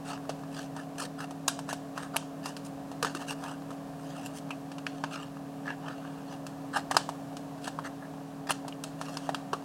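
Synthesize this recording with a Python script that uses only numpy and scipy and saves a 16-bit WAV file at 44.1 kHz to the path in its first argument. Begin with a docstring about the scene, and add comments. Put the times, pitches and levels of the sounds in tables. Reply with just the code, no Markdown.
"""A small cardboard toy house is turned in the hands, close by, in a small room where a fan hums.
Fingers slide over it, their tiny slips hissing on the paper and shaking the walls. Each tap flexes a
wall into a knock and snaps paper fibres into a crack; flaps and panels are left quivering. The hollow
house rings after taps and slides and the room echoes them, over the fan's low tones and rush of air."""
import sys
import numpy as np
from scipy import signal
from scipy.fft import rfft, irfft
from scipy.io import wavfile
from scipy.ndimage import uniform_filter1d

SR = 44100
rng = np.random.default_rng(int(sys.argv[2]) if len(sys.argv) > 2 else 0)


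def log_audio(samples):
    """Write samples as a 16-bit WAV file to the path given in sys.argv[1]."""
    # one column per channel
    frames = np.atleast_2d(samples).T
    # limit to full scale, then quantise
    limited = np.clip(frames, -1, 1)
    pcm = np.round(limited * 32767).astype(np.int16)
    wavfile.write(sys.argv[1], SR, pcm)


N = 425124

# The fan's hum. Each row: multiple of the shaft speed, level in dB.
FAN_TONES = [(4, -50), (5, -57), (6, -62), (7, -44), (8, -64.5), (11, -58), (13, -74), (14, -59.5),
             (18, -66.5)]
# The colour of the fan's rushing air. Each row: frequency in Hz, relative level in dB.
FAN_AIR = [(25, -19.5), (60, -8.5), (110, -6), (140, 7.5), (185, 3.5), (215, -1), (300, 2.5), (375, -8),
           (430, -3.5), (520, -3), (720, 5), (850, -5), (1100, -5.5), (1400, -13), (1750, -13),
           (2000, -21.5), (2750, -19.5), (3300, -22.5), (9000, -27), (16000, -34)]
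# Strokes of skin or paper. Each row: crest in seconds, length in seconds, wall level in dB, hiss in dB.
STROKES = [(0.106, .13, -42.5, -43.5), (0.588, .17, -49, -47.5), (0.796, 0.11, -48, -53.5),
           (1.021, 0.096, -38, -38.5), (1.219, 0.088, -42.5, -48), (1.705, 0.059, -41.5, -44),
           (2.018, 0.16, -45.5, -51), (2.151, 0.046, -41, -50), (2.478, .11, -45, -46.5),
           (2.666, 0.063, -63, -51.5), (3.077, 0.11, -41.5, -46), (3.163, 0.048, -46, -46.5),
           (3.223, 0.069, -42.5, -46), (3.301, 0.078, -40, -40), (3.464, 0.2, -45, -50),
           (4.175, 0.44, -53, -55), (4.267, .037, -62, -47.5), (4.367, 0.071, -58, -51.5),
           (4.98, 0.26, -61, -58.5), (5.142, 0.083, -44.5, -42), (5.218, 0.14, -50.5, -50),
           (5.685, 0.116, -42, -47), (5.877, 0.12, -46, -51.5), (6.054, 0.62, -60, -59.5),
           (6.327, 0.11, -54.5, -55), (6.769, 0.082, -33, -40), (6.916, 0.027, -35, -47),
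           (6.951, .016, -35, -45), (7.655, 0.085, -42.5, -44.5), (7.861, 0.052, -40.5, -47.5),
           (8.043, 0.098, -53, -67), (8.476, 0.014, -40.5, -45), (8.4981, 0.021, -32.5, -37),
           (8.517, 0.019, -40, -34.5), (9.082, 0.22, -50.5, -51), (9.23, 0.22, -53.5, -54)]
# The boxy body of the cardboard walls. Each row: frequency in Hz, relative level in dB.
WALL_EQ = [(40, -47), (120, -32), (330, -5.5), (520, -3), (750, 2), (1200, -2), (1780, 4.5), (2000, -9.5),
           (3200, -30), (8000, -57)]
# The crisp voice of the paper surface. Each row: frequency in Hz, relative level in dB.
PAPER_EQ = [(100, -69), (500, -7.5), (1600, 4.5), (2050, -6.5), (2750, 2.5), (3500, -1), (4600, -0.5),
            (7200, -4), (8600, -4.5), (10600, -9.5), (12000, -15.5), (16000, -24)]
# The paper dulls while the fingers work on the far side of the house.
# Each row: time in seconds, treble tilt in dB per octave.
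PAPER_SHADE = [(0, -2.5), (1.4, 3), (2.6, 0.5), (4.4, 2), (4.9, -4.5), (5.7, -5), (6.1, -8), (6.5, 4),
               (7.4, -0.5), (8.5, 2), (9.6, -1)]
# The hollow house's resonances. Each row: frequency in Hz, width in Hz, relative level in dB.
HOUSE_MODES = [(770, 153, -1), (1178, 276, 4), (1700, 57, -4), (2760, 280, 2), (4320, 120, -6),
               (4930, 69, -1), (6120, 120, 0), (8300, 220, -2)]
# The room's tail. Each row: frequency in Hz, time to fall 60 dB in seconds.
ROOM_DECAY = [(250, 0.28), (1000, 0.21), (3000, 0.3), (7000, 0.33), (14000, 0.058)]
# The clear taps. Each row: start in seconds, wall knock in dB, wall pitch in Hz, paper crack in dB.
CLEAR_TAPS = [(.293, -32.5, 620, -38), (.764, -40.5, 895, -46.5), (.982, -65, 890, -46),
              (1.204, -39, 1390, -45), (1.308, -43.5, 855, -48), (1.4808, -27.5, 1090, -22.5),
              (1.59, -38, 925, -42), (1.69, -38, 1140, -42.5), (1.728, -32.5, 726, -36),
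              (1.977, -36, 1240, -41.5), (2.16, -31, 820, -37), (2.165, -38, 915, -30),
              (2.458, -37.5, 960, -36), (2.566, -47, 694, -41), (2.915, -41.5, 740, -49.5),
              (3.0269, -30, 1240, -28.5), (3.047, -28.5, 1180, -34), (3.149, -38.5, 1190, -39),
              (3.438, -46, 1070, -44.5), (3.705, -44.5, 1150, -50.5), (4.384, -66, 765, -47.5),
              (4.506, -37.5, 1130, -44.5), (4.716, -45, 830, -46), (4.7825, -52, 790, -44.5),
              (4.866, -36, 1740, -35.5), (5.038, -29, 1020, -35), (5.679, -37, 1640, -49),
              (5.883, -40.5, 1510, -44), (6.466, -46, 1150, -43), (6.769, -32, 900, -38),
              (6.911, -28, 910, -32.5), (6.9445, -34, 810, -42), (6.9668, -19, 1050, -23.5),
              (7.0898, -31.5, 930, -41), (7.368, -51, 830, -42.5), (7.677, -36, 784, -38),
              (7.7877, -32, 1070, -50), (8.5063, -27, 1100, -31.5), (8.647, -40.5, 775, -62),
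              (8.68, -40.5, 900, -41.5), (8.838, -52, 800, -35.5), (9.013, -36, 1020, -40),
              (9.17, -39.5, 1030, -39), (9.2904, -27, 744, -40), (9.3455, -33.5, 1190, -35.5),
              (9.531, -31, 1040, -36.5)]
# Panels, flaps and stiff paper edges left quivering by a touch, and the longer tones of a squeaking finger.
# Each row: start in seconds, pitch in Hz, level in dB, decay in seconds.
FLAP_QUIVERS = [(.294, 503, -43, 0.011), (1.479, 6660, -30, 0.0021), (2.166, 2890, -30.5, .0015),
                (2.166, 10400, -31, 0.0014), (3.027, 446, -31, 0.017), (3.027, 1236, -30, .008),
                (3.151, 308, -37.5, .006), (4.506, 2650, -37.5, 0.013), (4.867, 2580, -37, .0023),
                (5.677, 1685, -33.5, 0.032), (6.758, 813, -30, .018), (6.968, 4770, -23, 0.0032),
                (8.5065, 10130, -32, .0015), (8.507, 2800, -32.5, 0.0045), (8.725, 2920, -45.5, .003),
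                (9.171, 5160, -39, 0.0023), (9.347, 3280, -39.5, 0.004), (9.532, 426, -34.5, 0.0051),
                (9.533, 1150, -29, 0.0096)]


def amp(db):
    """Turns decibels into gain."""
    return 10 ** (np.asarray(db) / 20)


def unit(x):
    """Scales a sound to rms 1."""
    return x / np.sqrt(np.mean(x ** 2) + 1e-20)


def curve_at(points, hz):
    """Reads a curve on a log-frequency axis."""
    f, value = np.transpose(points)
    return np.interp(np.log(hz + 1), np.log(f + 1), value)


def add(mix, start_s, sound):
    """Drops a sound into the mix."""
    part = mix[max(round(start_s * SR), 0):][:len(sound)]
    part += sound[:len(part)]


def colour(x, eq, tilt_db=0, size=2048):
    """Minimum-phase EQ, with the treble tilted by tilt_db per octave."""
    hz = abs(np.fft.fftfreq(size, 1 / SR))
    octaves = np.log2(np.clip(hz, 2200, 11000) / 5000)
    log_gain = np.log(amp(curve_at(eq, hz) + tilt_db * octaves))
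    impulse = np.fft.ifft(np.exp(np.conj(signal.hilbert(log_gain)))).real
    return signal.fftconvolve(x, impulse)[:len(x)]


def drift(rate_hz, size=4096):
    """A smooth random wobble of rms 1."""
    hz = np.fft.rfftfreq(size, N / SR / size)
    slow = irfft(rfft(rng.standard_normal(size)) / (1 + (hz / rate_hz) ** 4))
    return unit(np.interp(np.arange(N), np.linspace(0, N, size), slow))


def burst(x, db):
    """Scales a hit so that its energy, spread over 10 ms, has the level db."""
    return amp(db) * x * np.sqrt(SR / 100 / np.sum(x ** 2))


def fan(shaft_hz=39.4, wander=0.00194, flutter=0.091, air_db=-46, swell_db=.5):
    """A fan hums at multiples of its slightly wavering shaft speed, over a soft rush of air."""
    turns = np.cumsum(shaft_hz * (1 + wander * drift(2.04))) / SR
    hum = np.zeros(N)
    for multiple, db in FAN_TONES:
        waver = 1 + flutter * drift(4.3)
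        hum += amp(db) * unit(waver * np.sin(2 * np.pi * (multiple * turns + rng.random())))
    air_gain = amp(curve_at(FAN_AIR, np.fft.rfftfreq(N, 1 / SR)))
    air = irfft(rfft(rng.standard_normal(N)) * air_gain, N)
    return hum + amp(air_db) * unit(air) * amp(swell_db * drift(0.84))


def shifting_resonances(x, depth_db=4.1, size=512):
    """A sliding finger keeps bringing out new resonances of the paper under it."""
    spectrum = signal.stft(x, nperseg=size)[2]
    patches = uniform_filter1d(rng.standard_normal(spectrum.shape), 4, axis=0)
    patches = unit(uniform_filter1d(patches, 7, axis=1))
    return signal.istft(spectrum * amp(depth_db * patches), nperseg=size)[1][:N]


def shade(time_s):
    """The house shades the paper's treble: its tilt at this moment, in dB per octave."""
    return np.interp(time_s, *np.transpose(PAPER_SHADE))


def finger_slides(slips_per_s=2600, catches_per_s=90, judder_db=2.73, rise_share=0.49, ends_db=-16.5):
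    """Tiny slips and a few coarser catches hiss on the paper and shake the wall behind it."""
    out = np.zeros(N)
    jolts = amp(2.5 * np.minimum(rng.exponential(1, N), 4)) * rng.choice([-1, 1], N)
    slips = unit(jolts * (rng.random(N) < slips_per_s / SR))
    catches = unit(jolts * (rng.random(N) < catches_per_s / SR))
    friction = shifting_resonances(slips + 0.61 * catches + rng.standard_normal(N))
    friction *= amp(judder_db * drift(120))
    for crest_s, length_s, wall_db, hiss_db in STROKES:
        stroke_s = crest_s + length_s * np.array([-rise_share, 0, 1 - rise_share])
        span = np.arange(max(round(stroke_s[0] * SR), 0), min(round(stroke_s[-1] * SR), N))
        # the hand speeds up to the crest of the stroke, then slows
        from_crest = np.interp(span / SR, stroke_s, [-1, 0, 1])
        speed = amp(ends_db * from_crest ** 2) * signal.windows.tukey(len(span), .12)
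        tilt_db = shade(crest_s) + 0.45 + 0.4 * (hiss_db - wall_db)  # hissier strokes are brighter
        wall = amp(wall_db) * unit(colour(friction[span], WALL_EQ))
        hiss = amp(hiss_db) * unit(colour(friction[span], PAPER_EQ, tilt_db))
        out[span] += speed * (wall + hiss)
    return out


def hollow_house(x, ring_db, direct_db, size=4096):
    """The hollow house rings briefly after whatever touches it."""
    t = np.arange(size) / SR
    ring = np.zeros(size)
    for hz, width_hz, db in HOUSE_MODES:
        gain = amp(db) * 2 * np.pi * width_hz / SR
        ring += gain * np.exp(-np.pi * width_hz * t) * np.cos(2 * np.pi * hz * t)
    return amp(direct_db) * x + amp(ring_db) * signal.oaconvolve(x, ring)[:N]


def room(x, early_db=-10, reflections_per_s=3000, early_decay_s=0.0036, tail_db=-13):
    """Quick reflections off the table and the body, then the room's tail; wet signal only."""
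    t = np.arange(SR // 2) / SR
    near, far = rng.standard_normal((2, len(t)))
    arrivals = (rng.random(len(t)) < reflections_per_s / SR) * (t > .002)
    early = near * arrivals * np.exp(-t / early_decay_s)
    hz, frame_s, spectrum = signal.stft(far * (1 - np.exp(-t / 0.0011)), SR, nperseg=256)
    fade = amp(-60 * frame_s / curve_at(ROOM_DECAY, hz)[:, None])
    tail = signal.istft(spectrum * fade, SR, nperseg=256)[1][:len(t)]
    echoes = amp(early_db) * early / np.linalg.norm(early) + amp(tail_db) * tail / np.linalg.norm(tail)
    return signal.oaconvolve(x, echoes)[:N]


def finger_taps(rows, contact_cycles=2.36, scatter_db=2.5, thump_db=-14, thump_hz=260, size=3000):
    """A finger scuffs and lands: the wall flexes briefly while fibres snap in a quick volley."""
    out = np.zeros(N)
    clock = np.arange(size) / SR - .008  # the scuff leads into the landing at zero
    t = np.maximum(clock, 0)
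    scuff = amp(-22) * np.exp(-abs(clock) / 0.0017)
    # the wall also pushes on the air inside the house
    thump = np.sin(2 * np.pi * thump_hz * t) * (1 - np.exp(-t * thump_hz)) * np.exp(-t / 0.0018)
    for start_s, knock_db, hz, crack_db in rows:
        # a firm nail gives a short, bright crack; a soft fingertip stays longer and mostly knocks
        hardness_db = crack_db - knock_db
        contact_s = contact_cycles / hz * amp(-0.32 * hardness_db)
        swell_s = 0.26 * contact_s
        flex = (t / swell_s) ** 2 * np.exp(-2 * t / swell_s) * np.sin(2 * np.pi * hz * (t - swell_s))
        fibres, scatter, creases = rng.standard_normal((3, size))
        snap_shape = (1 - np.exp(-t / 0.00069)) * np.exp(-t / (1.6 * contact_s))
        volley = fibres * amp(scatter_db * scatter) * (scuff + snap_shape)
        buckle = creases * (scuff + t / swell_s * np.exp(-t / (2.8 * swell_s)))
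        knock = colour(unit(flex) + unit(buckle), WALL_EQ)
        crack = colour(volley, PAPER_EQ, shade(start_s) + 0.05 * hardness_db)
        tap = burst(knock, knock_db) + burst(crack, crack_db) + burst(thump, knock_db + thump_db)
        add(out, start_s + clock[0], tap)
    return out


def quivering_flaps(chafe_depth=.08, size=3000):
    """A loose flap, panel or edge swings and dies quickly, or a finger squeaks a little longer; the pitch stays
    unsteady as it chafes."""
    out, t = np.zeros(N), np.arange(size) / SR
    for start_s, hz, db, decay_s in FLAP_QUIVERS:
        chafe = unit(uniform_filter1d(rng.standard_normal(size), max(round(2 * SR / hz), 1)))
        cycles = np.cumsum(hz * (1 + chafe_depth * chafe)) / SR
        envelope = (1 - np.exp(-2 * hz * t)) * np.exp(-t / decay_s)
        add(out, start_s, burst(np.sin(2 * np.pi * cycles) * envelope, db))
    return out


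def grip_touches(per_s=2.5, knock_db=-49.5, hz=970, crack_db=-58, spread_db=2.2, count=60):
    """The shifting grip lands faint taps at random moments; returns rows like the clear taps."""
    when, chance = rng.random((2, count))
    knock, pitch, crack = rng.standard_normal((3, count))
    rows = np.transpose([when * N / SR, knock_db + spread_db * knock,
                         hz * np.exp(.2 * pitch), crack_db + spread_db * crack])
    return list(rows[chance < per_s * N / SR / count])


def scene(sides=3):
    """The handled house in the room, over the fan; rubbing rings it more than tapping does."""
    hum = fan()
    rubbing = hollow_house(finger_slides(), ring_db=-0.5, direct_db=-2.0)
    # each side of the house throws its own version of a tap into the room
    reverb = sum(room(finger_taps(CLEAR_TAPS)) for _ in range(sides)) / np.sqrt(sides)
    reverb += amp(-5.5) * room(rubbing)
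    flaps = quivering_flaps()
    taps = finger_taps(list(CLEAR_TAPS) + grip_touches())
    tapping = hollow_house(taps, ring_db=-8.0, direct_db=-4.0)
    return (tapping + rubbing + flaps + reverb + hum)[None]


def record(dry, cutoff_hz=16100):
    """A steep low-pass trims the very top of the mix."""
    lowpass = signal.firwin(511, cutoff_hz, window=("kaiser", 9), fs=SR)
    return signal.oaconvolve(dry, lowpass[None], "same")


dry = scene()
out = record(dry)
log_audio(out)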